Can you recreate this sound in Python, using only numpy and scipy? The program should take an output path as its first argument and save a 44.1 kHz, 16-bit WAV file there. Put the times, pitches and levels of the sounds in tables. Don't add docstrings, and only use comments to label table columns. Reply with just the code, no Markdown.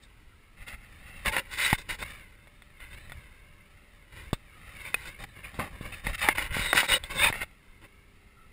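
import sys
import numpy as np
from scipy import signal
from scipy.fft import rfft, irfft
from scipy.io import wavfile

SR = 44100
rng = np.random.default_rng(int(sys.argv[2]) if len(sys.argv) > 2 else 0)


def inscribe(sig):
    pcm = np.round(np.clip(np.atleast_2d(sig).T, -1, 1) * 32767)
    wavfile.write(sys.argv[1], SR, pcm.astype(np.int16))


N = 375732
TIME = np.arange(N) / SR


def from_db(db):
    return 10 ** (np.asarray(db) / 20)


def rms_one(x):
    return x / np.sqrt(np.mean(x ** 2) + 1e-20)


def automation(points):
    return np.interp(TIME, *np.transpose(points))


def butter(x, hz, kind, order=2):
    return signal.sosfilt(signal.butter(order, hz, kind, fs=SR, output="sos"), x + 1e-18)


def drift(rate_hz):
    return rms_one(butter(rng.standard_normal(N + SR), rate_hz, "low")[SR:])


def resonate(x, modes):
    out = 0
    for k, (hz, width_hz, db) in enumerate(modes):
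        r = np.exp(-np.pi * width_hz / SR)
        poles = [1, -2 * r * np.cos(2 * np.pi * hz / SR), r * r]
        out = out + (-1) ** k * from_db(db) * (1 - r * r) / 2 * signal.lfilter([1, 0, -1], poles, x)
    return rms_one(out)


def gliding_resonance(x, hz, width_hz):
    carrier = np.exp(2j * np.pi * np.cumsum(hz) / SR)
    baseband = signal.lfilter([1], [1, -np.exp(-np.pi * width_hz / SR)], x / carrier)
    return rms_one((baseband * carrier).real)


def ring(t, hz, t60):
    return np.sin(2 * np.pi * hz * t) * np.exp(-np.log(1000) * t / t60)


def add(track, start, sound):
    at = max(round(start * SR), 0)
    track[at:at + len(sound)] += sound[:N - at]


# f/Hz, relative level/dB
HUSH_EQ = [(59, -48), (100, -2.5), (250, -8), (406, -11.5), (558, -17.5), (1200, -16.5), (1330, -7),
           (1440, -31.5), (2090, -14.5), (5400, -26), (7020, -22), (11900, -120)]


def outdoor_hush(level_db=-64.5):
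    hz, db = np.transpose(HUSH_EQ)
    bins_hz = np.maximum(np.fft.rfftfreq(N, 1 / SR), 1)
    colour = from_db(np.interp(np.log(bins_hz), np.log(hz), db))
    return from_db(level_db) * rms_one(irfft(rfft(rng.standard_normal(N)) * colour, N))


# start t/s, end t/s, f/Hz, level/dB
HUM_CUES = [(2.197, 4.614, 585, -75.5), (7.5, 8.6, 402, -75), (7.5, 8.6, 201, -74.5)]


def distant_hums(fade_s=0.15, waver=0.0041):
    out = np.zeros(N)
    for start, end, hz, level_db in HUM_CUES:
        fade = np.clip(np.minimum(TIME - start, end - TIME) / fade_s, 0, 1)
        phase = 2 * np.pi * np.cumsum(hz * (1 + waver * drift(2.44))) / SR
        out += from_db(level_db) * fade * np.sqrt(2) * np.sin(phase)
    return out


def stroke_envelope(length, hardest, grab_s, let_go_s, swell_db=7.5, ease_db=10):
    t = TIME[:round((length + (grab_s + let_go_s) / 2) * SR)] - grab_s / 2
    push_db = np.interp(t, [0, length * np.clip(hardest, .02, .98), length], [-swell_db, 0, -ease_db])
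    return from_db(push_db) * np.clip(.5 + np.minimum(t / grab_s, (length - t) / let_go_s), 0, 1)


def hand_rumble(tremor_db=-54, creep_share=0.5, stroke_trim_db=4.0, settle_s=0.07, lumpy_db=2.0):
    creep_db = automation(GRIP_CREEP)
    power = from_db(tremor_db + creep_share * (creep_db - creep_db.mean())) ** 2
    for start, length, hardest, *_, rumble_db in FINGER_STROKES:
        envelope = stroke_envelope(length, hardest, grab_s=settle_s, let_go_s=settle_s)
        shake = from_db(rumble_db + stroke_trim_db) * envelope
        add(power, start - settle_s / 2, shake ** 2)
    dark_noise = butter(rng.standard_normal(N), 40, "low", order=1)
    rumble = butter(dark_noise, [18, 110], "band")
    lumps = from_db(lumpy_db * drift(14))
    return np.sqrt(power) * rms_one(rumble * lumps)


# t/s, peak level before the rattle/dB, contact time/s
BUMP_CUES = [(1.729, -6.5, 0.00064), (4.3302, -10, 0.00086), (5.5911, -18.5, 0.00073), (5.81, -26, 0.0016),
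             (6.07, -24.5, 0.002), (6.568, -15, 0.00032), (6.593, -24, 0.0029), (7.04, -42, 0.011),
             (7.302, -17, 0.00031), (7.414, -32, 0.0016)]


def hand_bumps(knock_db=1.5, sway_db=-11.0, rattle_db=-18.5, rattle_t60=0.059):
    out, t = np.zeros(N), TIME[:SR // 5]
    thud_hz, knock_hz, sway_hz = 100, 330, 28
    thud = ring(t, thud_hz, t60=0.02) / thud_hz
    knock = from_db(knock_db) * ring(t, knock_hz, t60=0.0035) / knock_hz
    sway = from_db(sway_db) * ring(t, sway_hz, t60=0.072) / sway_hz
    velocity = np.gradient(thud + knock + sway)
    for start, peak_db, contact_s in BUMP_CUES:
        push = np.sin(np.pi * np.minimum(t / contact_s, 1))
        bump = signal.fftconvolve(push, velocity)[:len(t)]
        rattle = resonate(rng.standard_normal(len(t)), SHELL_MODES + EDGE_MODES)
        rattle *= from_db(rattle_db - 60 * t / rattle_t60)
        rattle *= 1 - np.exp(-t / contact_s)
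        add(out, start, from_db(peak_db) * (bump / np.abs(bump).max() + rattle))
    return out


# start t/s, end t/s, f/Hz, level/dB
SQUEAL_CUES = [(0.277, 0.375, 1320, -67), (1.003, 1.24, 2720, -58), (1.25, 1.42, 866, -43.5),
               (1.341, 1.426, 536, -45), (1.619, 1.678, 3800, -33.5), (2.926, 3.092, 3960, -66),
               (4.468, 4.8, 1270, -61.5), (4.842, 4.892, 2380, -45), (5.26, 5.33, 4000, -68),
               (5.432, 5.46, 2420, -46.5), (5.584, 5.616, 1017, -36), (5.918, 5.953, 2580, -42),
               (6.22, 6.317, 860, -35.5), (6.588, 6.778, 3784, -37), (6.868, 6.985, 3773, -28.5),
               (6.876, 6.997, 522, -39), (6.922, 6.957, 2944, -24), (7.161, 7.306, 3610, -28.5),
               (7.198, 7.318, 900, -34.5), (7.215, 7.287, 2470, -22.5), (8.34, 8.48, 1310, -62)]


def finger_squeals(width_hz=65, waver=0.011, fade_share=0.28):
    out = np.zeros(N)
    bend = 1 + waver * drift(9.1)
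    for start, end, hz, level_db in SQUEAL_CUES:
        centre_hz = hz * bend[round(start * SR):round(end * SR)]
        tone = gliding_resonance(rng.standard_normal(len(centre_hz)), centre_hz, width_hz)
        tone = rms_one(butter(tone, [hz / 1.08, hz * 1.13], "band"))
        add(out, start, from_db(level_db) * tone * signal.windows.tukey(len(tone), 2 * fade_share))
    return out


# f/Hz, relative level/dB, t60/s
STRUCK_MODES = [(536, -14, 0.025), (930, -15.5, 0.042), (1170, -0.5, 0.014), (1478, 1, 0.018),
                (1910, 1.5, 0.021), (2064, -2, 0.023), (2510, -3.5, 0.024)]
# t/s, peak level/dB, centre f/Hz, edge level/dB re body, hollow level/dB re body
CLICK_CUES = [(0.681, -32, 2600, 4, -27), (1.259, -15.5, 1880, -18, -8), (1.366, -12, 2170, -17, -13),
              (1.729, -6.5, 1950, -22, 2.5), (2.027, -21.5, 2150, -10, -23), (2.472, -40.5, 2070, -9, -6),
              (2.621, -36.5, 1920, -4, -26), (2.803, -37, 2070, -5, -17), (3.097, -34.5, 1900, -6, -28),
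              (3.12, -27, 2070, -6, -22), (4.33, -20.5, 590, -4, -19), (4.943, -10, 2600, -13, -27),
              (5.543, -35.5, 807, -3, -13), (5.596, -19, 1560, -28, -13), (6.068, -15.5, 2020, -12, -2),
              (6.287, -1, 2040, -19, -6), (6.383, -13, 2140, -19, -10), (6.73, -4, 1710, -25, -7.5),
              (6.772, -12, 2190, -10, -18), (6.785, -15.5, 2180, 0, -24), (6.831, -16, 786, -20, 0),
              (7.038, -22, 3620, 10, -11), (7.326, -19, 1850, -29, -14), (7.341, -23, 1940, -16, -18),
              (7.356, -24, 2120, -22, -2), (7.416, -22, 1890, -16, -26), (7.432, -22, 2110, -8, -0.5)]


def case_clicks(focus_db_per_octave=18.5, scatter_db=2.0, chatter_s=0.0014, chatter_db=-3.5):
    out, t = np.zeros(N), TIME[:SR // 20]
    hz, mode_db, t60 = np.transpose(STRUCK_MODES)[:, :, None]
    for start, peak_db, centre_hz, edge_db, hollow_db in CLICK_CUES:
        off_centre_db = focus_db_per_octave * np.abs(np.log2(hz / centre_hz))
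        gains = from_db(mode_db - off_centre_db + rng.normal(0, scatter_db, hz.shape))
        body = np.sum(gains * ring(t, hz, t60), axis=0) / np.linalg.norm(gains)
        edge = from_db(edge_db) * ring(t, hz=3460, t60=0.016)
        hollow = from_db(hollow_db) * ring(t, hz=860, t60=0.013)
        snap = body + edge + hollow
        chatter = rng.standard_normal(len(t)) * (t / chatter_s) * np.exp(-t / chatter_s)
        chatter = from_db(chatter_db) * chatter / np.linalg.norm(chatter)
        click = butter(snap + signal.fftconvolve(chatter, snap)[:len(t)], 300, "high")
        add(out, start, from_db(peak_db) * click / np.abs(click).max())
    return out


# t/s, level/dB
GRIP_CREEP = [(0, -62.5), (.5, -66.5), (.85, -56.5), (1.2, -49.5), (1.45, -53), (1.85, -56), (2.15, -53),
              (2.4, -63.5), (2.75, -61.5), (2.95, -54.5), (3.6, -62), (4.45, -61), (4.75, -49), (5.3, -58),
              (5.7, -55.5), (7.35, -51), (7.55, -64.5), (8.52, -65)]
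# start t/s, length/s, place of the hardest push/0-1, shell level/dB,
# hollow send/dB re shell, edge send/dB re shell, rumble level before its trim/dB
FINGER_STROKES = [(.02, .04, 0.5, -64, -12, 7, -62), (0.569, 0.092, 0.65, -51.5, -12, -13, -49),
                  (0.668, 0.058, 0.28, -39.5, -10.5, -10, -54), (0.72, 0.038, 0.58, -40.5, -12, -16, -38.5),
                  (1.248, 0.058, 0.59, -27.5, -7.5, -10, -33), (1.319, .087, 0.88, -27.5, -10, -13, -50),
                  (1.51, 0.083, 0.32, -37.5, -15, -6, -54), (1.579, 0.18, .45, -25.5, -17.5, -8.5, -51),
                  (1.778, 0.049, 0, -42.5, -9, -2, -43), (1.887, 0.073, 0.29, -32, -10.5, -7.5, -42),
                  (1.986, 0.057, 0.85, -38.5, -5.5, -6, -44), (2.041, .18, 0.06, -45, -12, -10, -52),
                  (2.796, 0.09, 0.18, -44.5, -17, -17, -56), (2.901, 0.052, 1, -45, -15, -10.5, -44),
                  (2.964, 0.025, 0.8, -47, -8, -16, -44), (3.084, 0.14, 0.07, -57, -6, -10, -44),
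                  (4.119, 0.2, 0.38, -47.5, -8.5, -11, -46.5), (4.794, 0.048, 0.25, -43.5, -12, -10, -62),
                  (4.843, 0.067, 0.3, -40.5, -9, -10, -60), (4.9, 0.23, 0.57, -46, -10.5, -9, -59),
                  (5.051, 0.051, 0.61, -41.5, -6.5, -6.5, -42),
                  (5.191, 0.064, 0.81, -41.5, -3, -8.5, -44.5), (5.351, 0.071, 0.26, -48.5, -6, -15, -47.5),
                  (5.431, 0.097, 0.17, -43.5, -10, -15, -52), (5.534, 0.11, 0.17, -48.5, -1.5, -7.5, -49),
                  (5.587, 0.099, 0.2, -39.5, 2, -13, -51), (5.683, 0.12, 0.57, -57.5, 4, -13, -50.5),
                  (5.808, 0.12, 0.46, -45, -2, -10.5, -48), (5.919, 0.094, 0, -42, -9, -10, -51),
                  (6.04, 0.096, 0.6, -39, -4.5, -11, -37), (6.13, 0.031, 0.8, -31.5, -18, -10, -37),
                  (6.179, 0.072, 0.9, -32, -17, -8.5, -51), (6.212, .12, 0.15, -24.5, -10.5, -14.5, -39),
                  (6.35, 0.017, 0.65, -30, -7.5, -15, -33), (6.37, 0.11, 0.06, -30, -8.5, -11.5, -40),
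                  (6.479, 0.076, .6, -39, -10, -29, -36), (6.523, 0.22, 0.35, -28.5, -11.5, -9.5, -41),
                  (6.74, 0.037, .5, -32.5, 2, -2, -38), (6.757, 0.072, 0.3, -19, -16.5, -9.5, -44),
                  (6.825, 0.048, 0.32, -32, -6.5, -5.5, -53), (6.882, 0.097, 0.46, -22.5, -10, -7.5, -41),
                  (7.039, 0.048, 0.05, -43, -7, -8, -44), (7.096, 0.053, 0.42, -34, -5, -10, -43),
                  (7.144, 0.054, 0.5, -33.5, -0.5, -6, -47), (7.187, 0.037, .4, -24, -10, -10, -35),
                  (7.214, 0.092, 0.33, -21, -10.5, -12, -42), (7.324, 0.11, 0.4, -36.5, -10.5, -14, -55),
                  (7.407, .038, 0.38, -30, -17, -15, -44), (7.814, 0.054, 0.7, -51, -5, -15, -48)]


def finger_faders(creep_hollow_db=-9.5, creep_edge_db=-12.5, grab_s=0.01, let_go_s=0.013):
    creep_db = automation(GRIP_CREEP)
    powers = [from_db(creep_db + send_db) ** 2 for send_db in (0, creep_hollow_db, creep_edge_db)]
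    for start, length, hardest, level_db, hollow_db, edge_db, _ in FINGER_STROKES:
        stroke = from_db(level_db) * stroke_envelope(length, hardest, grab_s, let_go_s)
        for power, send_db in zip(powers, (0, hollow_db, edge_db)):
            add(power, start - grab_s / 2, (from_db(send_db) * stroke) ** 2)
    return np.sqrt(powers)


def skin_slips(press, slips_per_s=1400, size_db=3.0, catches_per_s=80, catch_db=3.5, catch_s=0.013):
    sizes = from_db(size_db * np.minimum(rng.exponential(1, N), 3)) * rng.choice([-1, 1], N)
    catches = (rng.random(N) < catches_per_s / SR) * rng.uniform(0, 1.73, N)
    flurry = np.minimum(signal.lfilter([1], [1, -np.exp(-1 / (catch_s * SR))], catches + 1e-18), 2)
    jerks = rms_one(sizes * (rng.random(N) < slips_per_s / SR) * from_db(catch_db * flurry))
    hiss_gain = from_db(-1.5)
    hiss = hiss_gain * rng.standard_normal(N)
    return (press * jerks + hiss) / np.sqrt(press ** 2 + hiss_gain ** 2)


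def grip_comb(x, lag_s=0.001776, wander=0.17, echo_db=-5.0):
    delay_s = lag_s * np.exp(wander * np.tanh(drift(1.83)))
    return rms_one(x + from_db(echo_db) * np.interp(TIME - delay_s, TIME, x))


# f/Hz, width/Hz, relative level/dB
HOLLOW_MODES = [(166, 95, 0), (296, 127, -0.5), (568, 79, -2.5), (806, 73, -2), (1102, 168, -3)]
SHELL_MODES = [(1140, 725, 0), (1672, 420, 6), (2178, 149, 7), (2655, 120, 7.5), (2830, 256, 4)]
EDGE_MODES = [(3620, 110, 8.5), (3844, 180, 4), (4810, 980, -7)]


def finger_rubbing(main_hz=2157, wander_hz=61.3, lightest_db=-79, firm_db=-41, press_range_db=25):
    shell_gain, hollow_gain, edge_gain = finger_faders()
    push_db = 20 * np.log10(shell_gain)
    press = np.clip((push_db - lightest_db) / press_range_db, 0, 1.2)
    friction = grip_comb(skin_slips(press))
    main_ring = gliding_resonance(friction, main_hz + wander_hz * drift(7.5), width_hz=150)
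    shell = resonate(friction, SHELL_MODES) + from_db(-6) * main_ring
    shell = rms_one(butter(shell, [1000, 3300], "band"))
    boom_db = -3.5 - 0.31 * (push_db - firm_db)
    boom = from_db(boom_db) * resonate(friction, HOLLOW_MODES[:2])
    hollow = from_db(-1) * butter(boom + resonate(friction, HOLLOW_MODES[2:]), 2150, "low")
    edge = from_db(0.5) * rms_one(butter(resonate(friction, EDGE_MODES), 5040, "high"))
    return shell_gain * shell + hollow_gain * hollow + edge_gain * edge


def scene():
    handling = finger_rubbing() + finger_squeals() + case_clicks() + hand_bumps() + hand_rumble()
    return (handling + outdoor_hush() + distant_hums())[None]


def record(dry, overload=0.48, anti_alias_hz=5600, hold_hz=12000, cutoff_hz=15500):
    narrow = butter(np.clip(dry, -overload, overload), anti_alias_hz, "low", order=16)
    mirrored = narrow * (1 + 2 * np.cos(2 * np.pi * hold_hz * TIME))
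    hold_droop = np.sinc(np.fft.rfftfreq(N, 1 / SR) / hold_hz)
    held = irfft(rfft(mirrored) * hold_droop, N)
    return signal.sosfilt(signal.ellip(10, .2, 80, cutoff_hz, fs=SR, output="sos"), held)


dry = scene()
out = record(dry)
inscribe(out)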